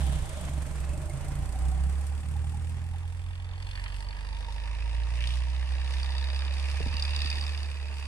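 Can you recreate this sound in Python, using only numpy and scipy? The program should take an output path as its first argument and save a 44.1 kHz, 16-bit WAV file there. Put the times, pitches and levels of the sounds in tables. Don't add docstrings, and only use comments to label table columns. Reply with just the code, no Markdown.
import sys
import numpy as np
from scipy import signal
from scipy.fft import rfft, irfft, next_fast_len
from scipy.io import wavfile
from scipy.ndimage import uniform_filter1d, map_coordinates

SR = 44100
rng = np.random.default_rng(int(sys.argv[2]) if len(sys.argv) > 2 else 0)


def output_pcm(signal):
    pcm = np.clip(np.atleast_2d(signal).T, -1, 1) * 32767
    wavfile.write(sys.argv[1], SR, np.round(pcm).astype(np.int16))


N = 355887
TIME = np.arange(N) / SR
SIZE = next_fast_len(N + 8192, real=True)
BINS = np.maximum(np.arange(SIZE // 2 + 1) * SR / SIZE, 1)


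def from_db(db):
    return 10 ** (np.asarray(db) / 20)


def rms_one(x):
    return x / np.sqrt(np.mean(x ** 2) + 1e-20)


def in_time(rows):
    s, *columns = np.transpose(rows)
    return [np.interp(TIME, s, c) for c in columns]


def at_hz(points, hz):
    f, value = np.transpose(points)
    return np.interp(np.log(hz), np.log(f), value)


def filtered(x, gain):
    return irfft(rfft(x, SIZE) * gain, SIZE)[..., :N]


def coloured(x, spectrum):
    top_skirt = 1 / (1 + (BINS / spectrum[-1][0] / 2) ** 4)
    low_skirt = 1 / (1 + (spectrum[0][0] / BINS / 2) ** 4)
    return rms_one(filtered(x, from_db(at_hz(spectrum, BINS)) * top_skirt * low_skirt))


def drift(rate):
    return rms_one(np.interp(TIME * rate, np.arange(8192), rng.standard_normal(8192)))


# pitch_hz, correlation (0 to 1)
PORT_LIKENESS = [(60, 0.95), (140, 0.15), (300, 0.85), (650, 0.86), (1300, 0.55), (2500, 0.095),
                 (4500, 0.087), (8000, 0.16), (14000, 0.15)]


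def air_noise():
    alike = np.clip(at_hz(PORT_LIKENESS, BINS), 0, 1)
    mid, side = filtered(rng.standard_normal((2, N)), np.sqrt([1 + alike, 1 - alike]))
    return rms_one(np.array([mid + side, mid - side]))


def resonate(x, hz, width):
    r = np.exp(-np.pi * width / SR)
    feedback = [1, -2 * r * np.cos(2 * np.pi * hz / SR), r * r]
    return signal.lfilter(np.array([1, 0, -1]) * (1 - r * r) / 2, feedback, x + 1e-18)


def band(drive, centre_hz, half_width_hz):
    slow = signal.sosfilt(signal.butter(2, half_width_hz, fs=SR, output="sos"), drive)
    return rms_one(slow * np.sin(2 * np.pi * np.cumsum(centre_hz + np.zeros(N)) / SR))


def bell(x, centre, half_width):
    return np.exp(-((x - centre) / half_width) ** 2)


def swells(rows):
    return sum(np.outer(heights, bell(TIME, s, half_s)) for s, half_s, *heights in rows)


def firing_samples(turn):
    return np.flatnonzero(np.diff(np.floor(turn)) > 0) + 1


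def cylinder_pattern(turn, cylinders_db, contrast):
    return contrast * np.take(cylinders_db, np.floor(turn).astype(int), mode="wrap")


def strokes(turn, cylinders_db, decay_s, scatter_db, between, contrast=1):
    at = firing_samples(turn)
    pattern_db = cylinder_pattern(turn, cylinders_db, contrast)
    chance = rng.standard_normal(1024)[:len(at)].clip(-2, 2)
    hits = np.zeros(N)
    hits[at] = from_db(pattern_db[at] + scatter_db * chance)
    bursts = signal.lfilter([1], [1, -np.exp(-1 / (decay_s * SR))], hits)
    return rms_one(uniform_filter1d(bursts, size=90) + between)


RING_S, RING_SINK_HZ_PER_S = 0.0014, 32000


def rings(blows, stray=0.55):
    out, age = np.zeros((2, N + 2048)), np.arange(1024) / SR
    shape = age / RING_S * np.exp(1 - age / RING_S)
    for (s, db, hz), (phase, apart) in zip(blows, rng.standard_normal((1024, 2))):
        cycles = np.cumsum(hz - RING_SINK_HZ_PER_S * (age - 2 * RING_S)) / SR + phase
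        port_phase = stray * apart * np.array([[1], [-1]])
        at = int(s * SR)
        out[:, at:at + len(age)] += from_db(db) * shape * np.sin(2 * np.pi * cycles + port_phase)
    return out[:, :N]


# time_s, distance_m (for the close sounds), left_lag_samples
CAR_PATH = [(0, 1.67, 2.5), (.8, 2.57, -0.5), (1.65, 2.57, -5.5), (2.7, 5.9, -6.5), (3.2, 10.3, -11),
            (4.2, 8.8, -10.5), (4.8, 52, -6), (8.07, 8.7, -6.5)]


def nearness_db():
    return -20 * np.log10(in_time(CAR_PATH)[0] / 2)


LUG_RATE = 30


def lugging(rate):
    return np.minimum(LUG_RATE / rate, 1) ** 2


# multiple of the firing rate, then relative level_db at each ORDER_RATES
EXHAUST_ORDERS = [(.5, -14, -17, -8, -9), (1, 4.5, 3.5, 6, 1.5), (1.5, -14, -14.5, -12.5, -19),
                  (2, -4, 9.5, 0, -10), (2.5, -17, -15, -19, -7), (3, 2, -4, -7.5, -14),
                  (4, -11, -19, -13, -25), (5, -4, -10, 4, -16), (6, -8, -15, -12, -14),
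                  (7, -8, -19, -14, -16), (8, -18, -17, -15, -15)]
ORDER_RATES = [23, 35, 50, 70]
SILENCER_HZ, SILENCER_HALF_WIDTH_HZ = 56, 7


def pipe_tones(rate, turn, leads, response, flutter_db, uneven_db, stumble):
    out, power = 0, 0
    irregular_db = uneven_db * lugging(rate)
    turn = turn + stumble * lugging(rate) * drift(16)
    for (multiple, *levels_db), lead in zip(EXHAUST_ORDERS, leads):
        order_hz = multiple * rate
        phase = lead - np.arctan((order_hz - SILENCER_HZ) / SILENCER_HALF_WIDTH_HZ)
        gain = from_db(np.interp(rate, ORDER_RATES, levels_db) + at_hz(response, order_hz))
        waver = from_db(flutter_db * drift(25) + irregular_db * drift(19))
        out = out + gain * waver * np.sin(2 * np.pi * multiple * turn + phase)
        power = power + gain ** 2 / 2
    return out / np.sqrt(power)


# time_s, level_db
EXHAUST_LEVEL = [(0, -23), (.16, -22.5), (.3, -34.5), (.5, -30), (.93, -27), (1.05, -34), (1.65, -25),
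                 (1.88, -22), (2.07, -30), (2.35, -27.5), (3.4, -32.5), (4.15, -33), (4.7, -29),
                 (4.97, -25), (7.1, -27), (7.5, -28.5), (7.8, -31), (8.07, -32.5)]
# time_s, relative_db
TAILPIPE_LEVEL = [(0, -11.5), (.55, -5.5), (.78, -13), (1.0, -5), (1.3, -5), (1.8, -19), (2.45, -10),
                  (2.8, -12.5), (3.1, -21), (4.0, -31), (4.55, -31), (4.8, -38), (5.3, -24), (6.0, -38)]


def tailpipe_gain():
    return from_db(in_time(EXHAUST_LEVEL)[0] + in_time(TAILPIPE_LEVEL)[0])


# pitch_hz, relative level_db
SILENCER_RESPONSE = [(20, -13), (32, -10), (41, -17), (50, -9), (63, 0), (78, -2), (90, -6), (104, -27),
                     (119, -15.5), (134, -23), (160, -21), (195, -30), (240, -48), (330, -62)]
# pitch_hz, relative level_db
TAILPIPE_RESPONSE = [(90, -35), (108, -12), (125, -1), (135, 4), (146, -3), (157, 0), (171, -2), (183, -14),
                     (200, -15), (260, -19), (330, -40), (400, -55)]
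DRONE_BREAKUP = .5


def exhaust(rate, turn, boom_db=-2.5):
    in_step = np.zeros(len(EXHAUST_ORDERS))
    out_of_step = rng.uniform(0, 2 * np.pi, len(EXHAUST_ORDERS))
    boom = pipe_tones(rate, turn, in_step, SILENCER_RESPONSE,
                      flutter_db=0.4, uneven_db=1.5, stumble=0.0047)
    drone = pipe_tones(rate, turn, out_of_step, TAILPIPE_RESPONSE,
                       flutter_db=.8, uneven_db=2.8, stumble=0.014)
    boom_gain = from_db(in_time(EXHAUST_LEVEL)[0] + boom_db)
    drone_gain = tailpipe_gain() * (1 - DRONE_BREAKUP * lugging(rate))
    return boom_gain * boom + drone_gain * drone


# pitch_hz, relative level_db per Hz
BURBLE_SPECTRUM = [(20, -14), (40, -34), (65, 27), (100, -18), (138, 19.5), (170, 0), (200, -3), (300, -1),
                   (600, -40)]


def burble(rate, turn, level_db=1.0):
    puffs = strokes(turn, [0], decay_s=.008, scatter_db=2.0, between=.12)
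    gain = from_db(level_db) * tailpipe_gain() * lugging(rate)
    return gain * coloured(air_noise() * puffs, BURBLE_SPECTRUM)


# time_s, level_db before offsets
ENGINE_LOAD = [(0, -47.5), (.7, -68.5), (1.8, -58), (3.3, -54), (4.4, -47), (5.0, -45.5), (5.5, -45.5),
               (6.2, -42), (7.35, -44.5), (7.75, -49), (8.07, -46)]
# centre_s, half_length_s, block_gain_db, hiss_gain_db
NOISE_FLARES = [(3.5, 0.26, 1, -4.5), (3.8, 0.14, 8, 4), (3.866, 0.007, 8.5, -12), (4.12, 0.16, 2.5, -3),
                (5.27, 0.15, 1, 6), (5.97, 0.11, 1.5, 3.5), (6.7, 0.097, 2.5, 4.5), (7.28, 0.42, 4.5, 6.5)]
HISS_RE_LOAD_DB, HISS_NEAR_DB, HISS_FALLOFF = -10, -51.5, 0.82


def engine_levels():
    load_db, = in_time(ENGINE_LOAD)
    block_flare, hiss_flare = swells(NOISE_FLARES)
    near_db = HISS_NEAR_DB + HISS_FALLOFF * nearness_db()
    return load_db + block_flare, load_db + HISS_RE_LOAD_DB + hiss_flare, near_db + hiss_flare


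CYLINDER_LEVELS = [-15.5, -7, -7, -5]
# pitch_hz, half_width_hz, wander_hz, relative level_db
BLOCK_BANDS = [(1127, 135, 48, -9), (1807, 175, 30, -4), (2638, 530, 100, -2)]
# pitch_hz, relative level_db per Hz
HISS_SPECTRUM = [(3300, 7.5), (4050, 9.5), (5000, 13), (5900, 7.5), (6700, 2.5), (8000, 2.5), (9200, 7.5),
                 (10200, -5), (12000, -8), (15000, -48)]
# pitch_hz, relative level_db per Hz
NEAR_HISS_SPECTRUM = [(3400, -9), (4000, -5), (5500, -4.5), (6600, -3), (8000, 6), (9200, 6), (10200, -3),
                      (12000, -6), (15000, -20.5)]
# time_s, level_db
RATTLE_LEVEL = [(4.35, -69), (4.65, -56), (5.6, -56.5), (6.5, -51), (7.3, -43), (7.75, -54.5),
                (8.07, -50.5)]
RATTLE_HZ, RATTLE_HALF_WIDTH_HZ, RATTLE_WANDER_HZ = 2600, 150, 80


def clatter(rate, turn):
    block_db, hiss_db, near_db = engine_levels()
    contrast = (rate / 66) ** 2
    shakes = strokes(turn, CYLINDER_LEVELS, decay_s=.0055, scatter_db=2.0, between=.22, contrast=contrast)
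    puffs = strokes(turn, CYLINDER_LEVELS, decay_s=.005, scatter_db=2.8, between=.36, contrast=contrast)
    block = 0
    for hz, half_width, wander, db in BLOCK_BANDS:
        noise = band(air_noise() * shakes, hz + wander * drift(20), half_width)
        block = block + from_db(block_db + db - 5.5) * noise
    rattle_hz = RATTLE_HZ + RATTLE_WANDER_HZ * drift(22)
    rattle_noise = shakes * band(air_noise(), rattle_hz, RATTLE_HALF_WIDTH_HZ)
    rattle = from_db(in_time(RATTLE_LEVEL)[0]) * rattle_noise
    loaded_hiss = from_db(hiss_db) * coloured(air_noise() * puffs, HISS_SPECTRUM)
    near_hiss = from_db(near_db) * coloured(air_noise() * puffs, NEAR_HISS_SPECTRUM)
    return block + rattle + from_db(1.0 * drift(24)) * (loaded_hiss + near_hiss)


# time_s, lower_ring_db, upper_ring_db
TICK_LEVELS = [(0, -77, -76), (1.6, -65.5, -65), (3.0, -66, -77), (3.45, -59.5, -63.5), (3.75, -57, -55.5),
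               (4.1, -74, -57), (4.35, -54, -59), (4.8, -56.5, -63), (5.5, -56, -61.5), (6.2, -44, -46),
               (6.8, -50.5, -49.5), (7.25, -38.5, -36.5), (7.75, -54, -54.5), (8.07, -57, -50.5)]
TICK_PITCHES = [3680, 4695]
FLAT_RATES = [48.5, 50.5]
FLAT_HZ, RING_SCATTER_HZ = 230, 130


def valve_gear(rate, turn, tick_db=12.5, buzz_db=-7.5, buzz_half_width_hz=220, scatter_db=1.3):
    out, at = 0, firing_samples(turn)
    contrast = (rate / 66) ** 2
    pattern_db = cylinder_pattern(turn, CYLINDER_LEVELS, contrast)
    taps = strokes(turn, CYLINDER_LEVELS, decay_s=.005, scatter_db=2.0, between=.15, contrast=contrast)
    for hz, level_db in zip(TICK_PITCHES, in_time(TICK_LEVELS)):
        pitch = hz - np.interp(rate, FLAT_RATES, [FLAT_HZ, 0])
        strength, detune = rng.standard_normal((1024, 2))[:len(at)].clip(-2, 2).T
        peak_db = (level_db + pattern_db)[at] + tick_db + scatter_db * strength
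        ticks = rings(zip(at / SR, peak_db, pitch[at] + RING_SCATTER_HZ * detune))
        buzz = band(air_noise() * taps, pitch, buzz_half_width_hz)
        out = out + ticks + from_db(level_db + buzz_db) * buzz
    return out


KNOCK_LEVELS = [-15.0, 0.0, -12.0, -14.0]
# pitch_hz, width_hz, knock_share, db_re_load, close_db (at two metres),
# critical_rate and rate_half_width (firings per s), boost_db there
BODY_PANELS = [(336, 56, 0.14, -27, -60, 24, 2.8, 3), (488, 86, 0.82, -27, -71, 52.7, 9.5, 9),
               (598, 103, 0.22, -15.5, -54, 25.6, 3, 4.5), (792.4, 58, 0.68, -17, -55, 39, 6, 9),
               (924, 50, 0.76, -14, -61, 49.9, 6.9, 8.5)]
PANEL_FALLOFF = 1.93


def panels(rate, turn):
    out, load_db, near_db = 0, in_time(ENGINE_LOAD)[0], PANEL_FALLOFF * nearness_db()
    knock = strokes(turn + .3, KNOCK_LEVELS, decay_s=.009, scatter_db=1.5, between=.13)
    for hz, width, share, loaded_db, close_db, critical_rate, rate_width, boost_db in BODY_PANELS:
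        drive = air_noise() * (1 + min(share, 1) * (knock - 1))
        gain = np.hypot(from_db(load_db + loaded_db), from_db(close_db + near_db))
        gain = gain * from_db(boost_db * bell(rate, critical_rate, rate_width))
        out = out + gain * rms_one(resonate(resonate(drive, hz, width), hz, 4 * width))
    return out


# pitch_hz, relative level_db per Hz
TYRE_SPECTRUM = [(120, 11), (230, 3), (330, -2), (450, 0.5), (700, -3), (1000, 1.5), (1400, -2), (2200, -4),
                 (4000, -14.5), (7000, -15), (14000, -54)]
# centre_s, half_length_s, level_db
SNOW_SQUEEZES = [(0.027, 0.58, -50), (1.5, 1, -74)]
# pitch_hz, relative level_db per Hz
SNOW_SPECTRUM = [(500, -37), (1200, 7), (2000, 2), (3300, 23), (5000, 8), (8000, 15.5), (11000, 9.5),
                 (15000, -19)]
ROLL_NEAR_DB, ROLL_FALLOFF = -46, 0.84
SPIN_DB, SPIN_RATE, SPIN_DB_PER_RATE = -50, 75.3, 0.46


def tyres(rate):
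    near_gain = from_db(ROLL_NEAR_DB + ROLL_FALLOFF * nearness_db())
    spin_gain = from_db(SPIN_DB + SPIN_DB_PER_RATE * (rate - SPIN_RATE))
    roll_noise = coloured(air_noise() * from_db(1.8 * drift(70)), TYRE_SPECTRUM)
    roll = np.hypot(near_gain, spin_gain) * roll_noise
    grains = from_db(2.0 * drift(700) + 2.0 * drift(29.0))
    squeeze = sum(from_db(db) * bell(TIME, s, half_s) for s, half_s, db in SNOW_SQUEEZES)
    return roll + squeeze * coloured(air_noise() * grains, SNOW_SPECTRUM)


# centre_s, half_length_s, gain_db
WIND_GUSTS = [(5.8, 0.35, 3.7), (6.85, 0.13, 14.4), (7.25, .25, 5.7)]
# pitch_hz, relative level_db per Hz
WIND_SPECTRUM = [(12, -19), (28, -7), (50, -6), (100, -14.5), (250, -49), (600, -50)]
WIND_DB = -48


def wind():
    return from_db(WIND_DB + swells(WIND_GUSTS)[0]) * coloured(air_noise(), WIND_SPECTRUM)


# centre_s, pitch_hz, level_db
SNOW_SQUEAKS = [(.853, 2630, -58), (.895, 2600, -59), (.945, 2600, -56), (1.105, 2150, -57),
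                (1.23, 2830, -59), (1.36, 2120, -58)]
SQUEAK_HALF_S, SQUEAK_HALF_WIDTH_HZ = 0.016, 60
# centre_s, half_length_s, pitch_hz, glide_hz_per_s, level_db
BODY_GROANS = [(0.072, 0.087, 618, -2, -48), (0.358, 0.11, 625, 150, -48.5), (0.532, 0.1, 662, -1200, -55),
               (1.0, 0.29, 604, 0, -50), (1.04, 0.082, 340, 0, -47.5), (1.55, 0.39, 762, -29.5, -51.5)]
GROAN_HALF_WIDTH_HZ = 18


def creaks(turn):
    drive = air_noise()
    throb = strokes(turn, KNOCK_LEVELS, decay_s=.012, scatter_db=2, between=.3, contrast=.5)
    squeaks, groans = 0, 0
    for s, hz, db in SNOW_SQUEAKS:
        swell = from_db(db) * bell(TIME, s, SQUEAK_HALF_S)
        squeaks = squeaks + swell * band(drive, hz, SQUEAK_HALF_WIDTH_HZ)
    for s, half_s, hz, glide, db in BODY_GROANS:
        swell = from_db(db) * bell(TIME, s, half_s)
        tone = band(rng.standard_normal(N), hz + glide * (TIME - s), GROAN_HALF_WIDTH_HZ)
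        groans = groans + swell * tone
    return squeaks + throb * groans


# centre_s, level_db
PANEL_KNOCKS = [(2.36, -48), (2.55, -50.5), (2.845, -52), (2.943, -52), (3.04, -56)]
KNOCK_HZ, KNOCK_HALF_WIDTH_HZ, KNOCK_HALF_S = 820, 38, 0.014


def knocks():
    swell = sum(from_db(db) * bell(TIME, s, KNOCK_HALF_S) for s, db in PANEL_KNOCKS)
    return swell * band(air_noise(), KNOCK_HZ, KNOCK_HALF_WIDTH_HZ)


# start_s, peak_db, pitch_hz, lower_ring_db and tick_db (before trims)
ENGINE_PINGS = [(3.626, -45, 4420, -64, -53), (3.670, -47, 4380, -52, -56), (3.714, -46, 4350, -47, -56),
                (3.7574, -39, 4500, -55, -54), (3.8402, -48, 4570, -60, -50), (4.0055, -47, 4320, -60, -54),
                (4.087, -37, 4550, -61, -61), (4.1086, -41, 4400, -54, -64), (5.206, -44, 4750, -50, -49),
                (5.2734, -36, 4690, -36, -47), (6.0306, -31, 4660, -52, -52), (6.1814, -35, 4700, -52, -47),
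                (6.3914, -35, 4900, -42, -54), (6.9676, -28, 4670, -47, -48), (6.998, -28, 4600, -45, -46),
                (7.024, -22, 4800, -42, -46), (7.0514, -29, 4800, -46, -51), (7.1626, -27, 4850, -36, -42),
                (7.2185, -34, 4990, -39, -43), (7.3023, -28.5, 4790, -45, -43),
                (7.4111, -29.5, 4830, -43, -52), (7.4654, -33, 4900, -44, -52),
                (7.5757, -36, 4700, -48, -52), (7.6304, -38, 4600, -60, -49)]


def hard_pings(rate, lower_db=6.0, tick_db=7.5, tick_s=.003):
    s, db, hz, low_db, bright_db = np.transpose(ENGINE_PINGS)
    at = (s * SR).astype(int)
    low_hz = TICK_PITCHES[0] - np.interp(rate[at], FLAT_RATES, [FLAT_HZ, 0])
    hits = np.zeros(N)
    hits[at] = from_db(bright_db + tick_db)
    bursts = signal.lfilter([1], [1, -np.exp(-1 / (tick_s * SR))], hits + 1e-18)
    ticks = bursts.std() * coloured(bursts * air_noise(), HISS_SPECTRUM)
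    return rings(zip(s, db, hz)) + rings(zip(s, low_db + lower_db, low_hz)) + ticks


RASP_S, RASP_HALF_S, RASP_DB = 5.265, 0.1, -42.5
RASP_FROM_HZ, RASP_TO_HZ, RASP_GLIDE_S = 2300, 3420, 0.11


def rasp(turn, half_width_hz=550):
    glide_s = [RASP_S - RASP_GLIDE_S, RASP_S + RASP_GLIDE_S]
    centre_hz = np.interp(TIME, glide_s, [RASP_FROM_HZ, RASP_TO_HZ])
    pulses = strokes(turn, [-9, 0], decay_s=.006, scatter_db=1, between=.1)
    grains = from_db(3 * drift(400)) * pulses
    crackle = band(air_noise() * grains, centre_hz, half_width_hz)
    return from_db(RASP_DB) * bell(TIME, RASP_S, RASP_HALF_S) * crackle


# start_s, peak_db (before the ports' gains), brightness_hz
MIC_BUMPS = [(6.804, -25, 430), (6.861, -25, 290), (6.942, -33, 250), (7.248, -38, 300), (7.372, -41, 260)]


def bumps(decay_s=0.0093):
    out, age = np.zeros(N), np.arange(4096) / SR
    for s, db, hz in MIC_BUMPS:
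        burst = rng.standard_normal(len(age)) * np.exp(-age / decay_s)
        thud = signal.sosfilt(signal.butter(3, hz, fs=SR, output="sos"), burst)
        at = int(s * SR)
        out[at:at + len(age)] += from_db(db) * thud / np.abs(thud).max()
    return out


# time_s, firings_per_s
FIRING_RATE = [(0.0, 34.98), (0.111, 33.2), (0.32, 25.58), (0.763, 21.5), (1.226, 27.27), (2.014, 35.34),
               (2.791, 41.49), (3.606, 45.04), (3.734, 46.86), (4.494, 51.56), (5.522, 63.05),
               (6.642, 68.55), (6.92, 71.75), (7.529, 72.92), (7.737, 71.06), (8.07, 70.16)]


def scene():
    rate, = in_time(FIRING_RATE)
    turn = np.cumsum(rate) / SR + .79
    engine = exhaust(rate, turn) + burble(rate, turn) + clatter(rate, turn) + valve_gear(rate, turn)
    bodywork = panels(rate, turn) + creaks(turn) + knocks()
    left, right = engine + bodywork + tyres(rate) + hard_pings(rate) + rasp(turn)
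    left = map_coordinates(left, [np.arange(N) - in_time(CAR_PATH)[1]], order=3, mode="nearest")
    return np.array([left, right]) + wind() + bumps() * from_db([[4], [-7]])


# pitch_hz, left_minus_right_db
PORT_BALANCE = [(60, -4.7), (140, -3.5), (450, -2), (900, -4), (1250, -5.5), (2450, -2), (3000, 0),
                (3700, 5), (4600, -2.5), (7700, -3), (9300, 6), (12000, 1)]
# pitch_hz, left_lead_radians
PORT_LEAD = [(60, .6), (300, -.1), (900, -.7), (2450, -.9), (3700, -.2), (6000, .7), (8000, -1.2),
             (14000, -1)]
CUTOFF_HZ = 15500


def record(dry):
    sides = np.array([[.5], [-.5]])
    ports = from_db(at_hz(PORT_BALANCE, BINS) * sides)
    ports = ports / np.sqrt(np.mean(ports ** 2, axis=0))
    ports = ports * np.exp(1j * at_hz(PORT_LEAD, BINS) * sides)
    top_cut = signal.ellip(10, .1, 80, CUTOFF_HZ, fs=SR, output="sos")
    return signal.sosfilt(top_cut, filtered(dry, ports))


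dry = scene()
out = record(dry)
output_pcm(out)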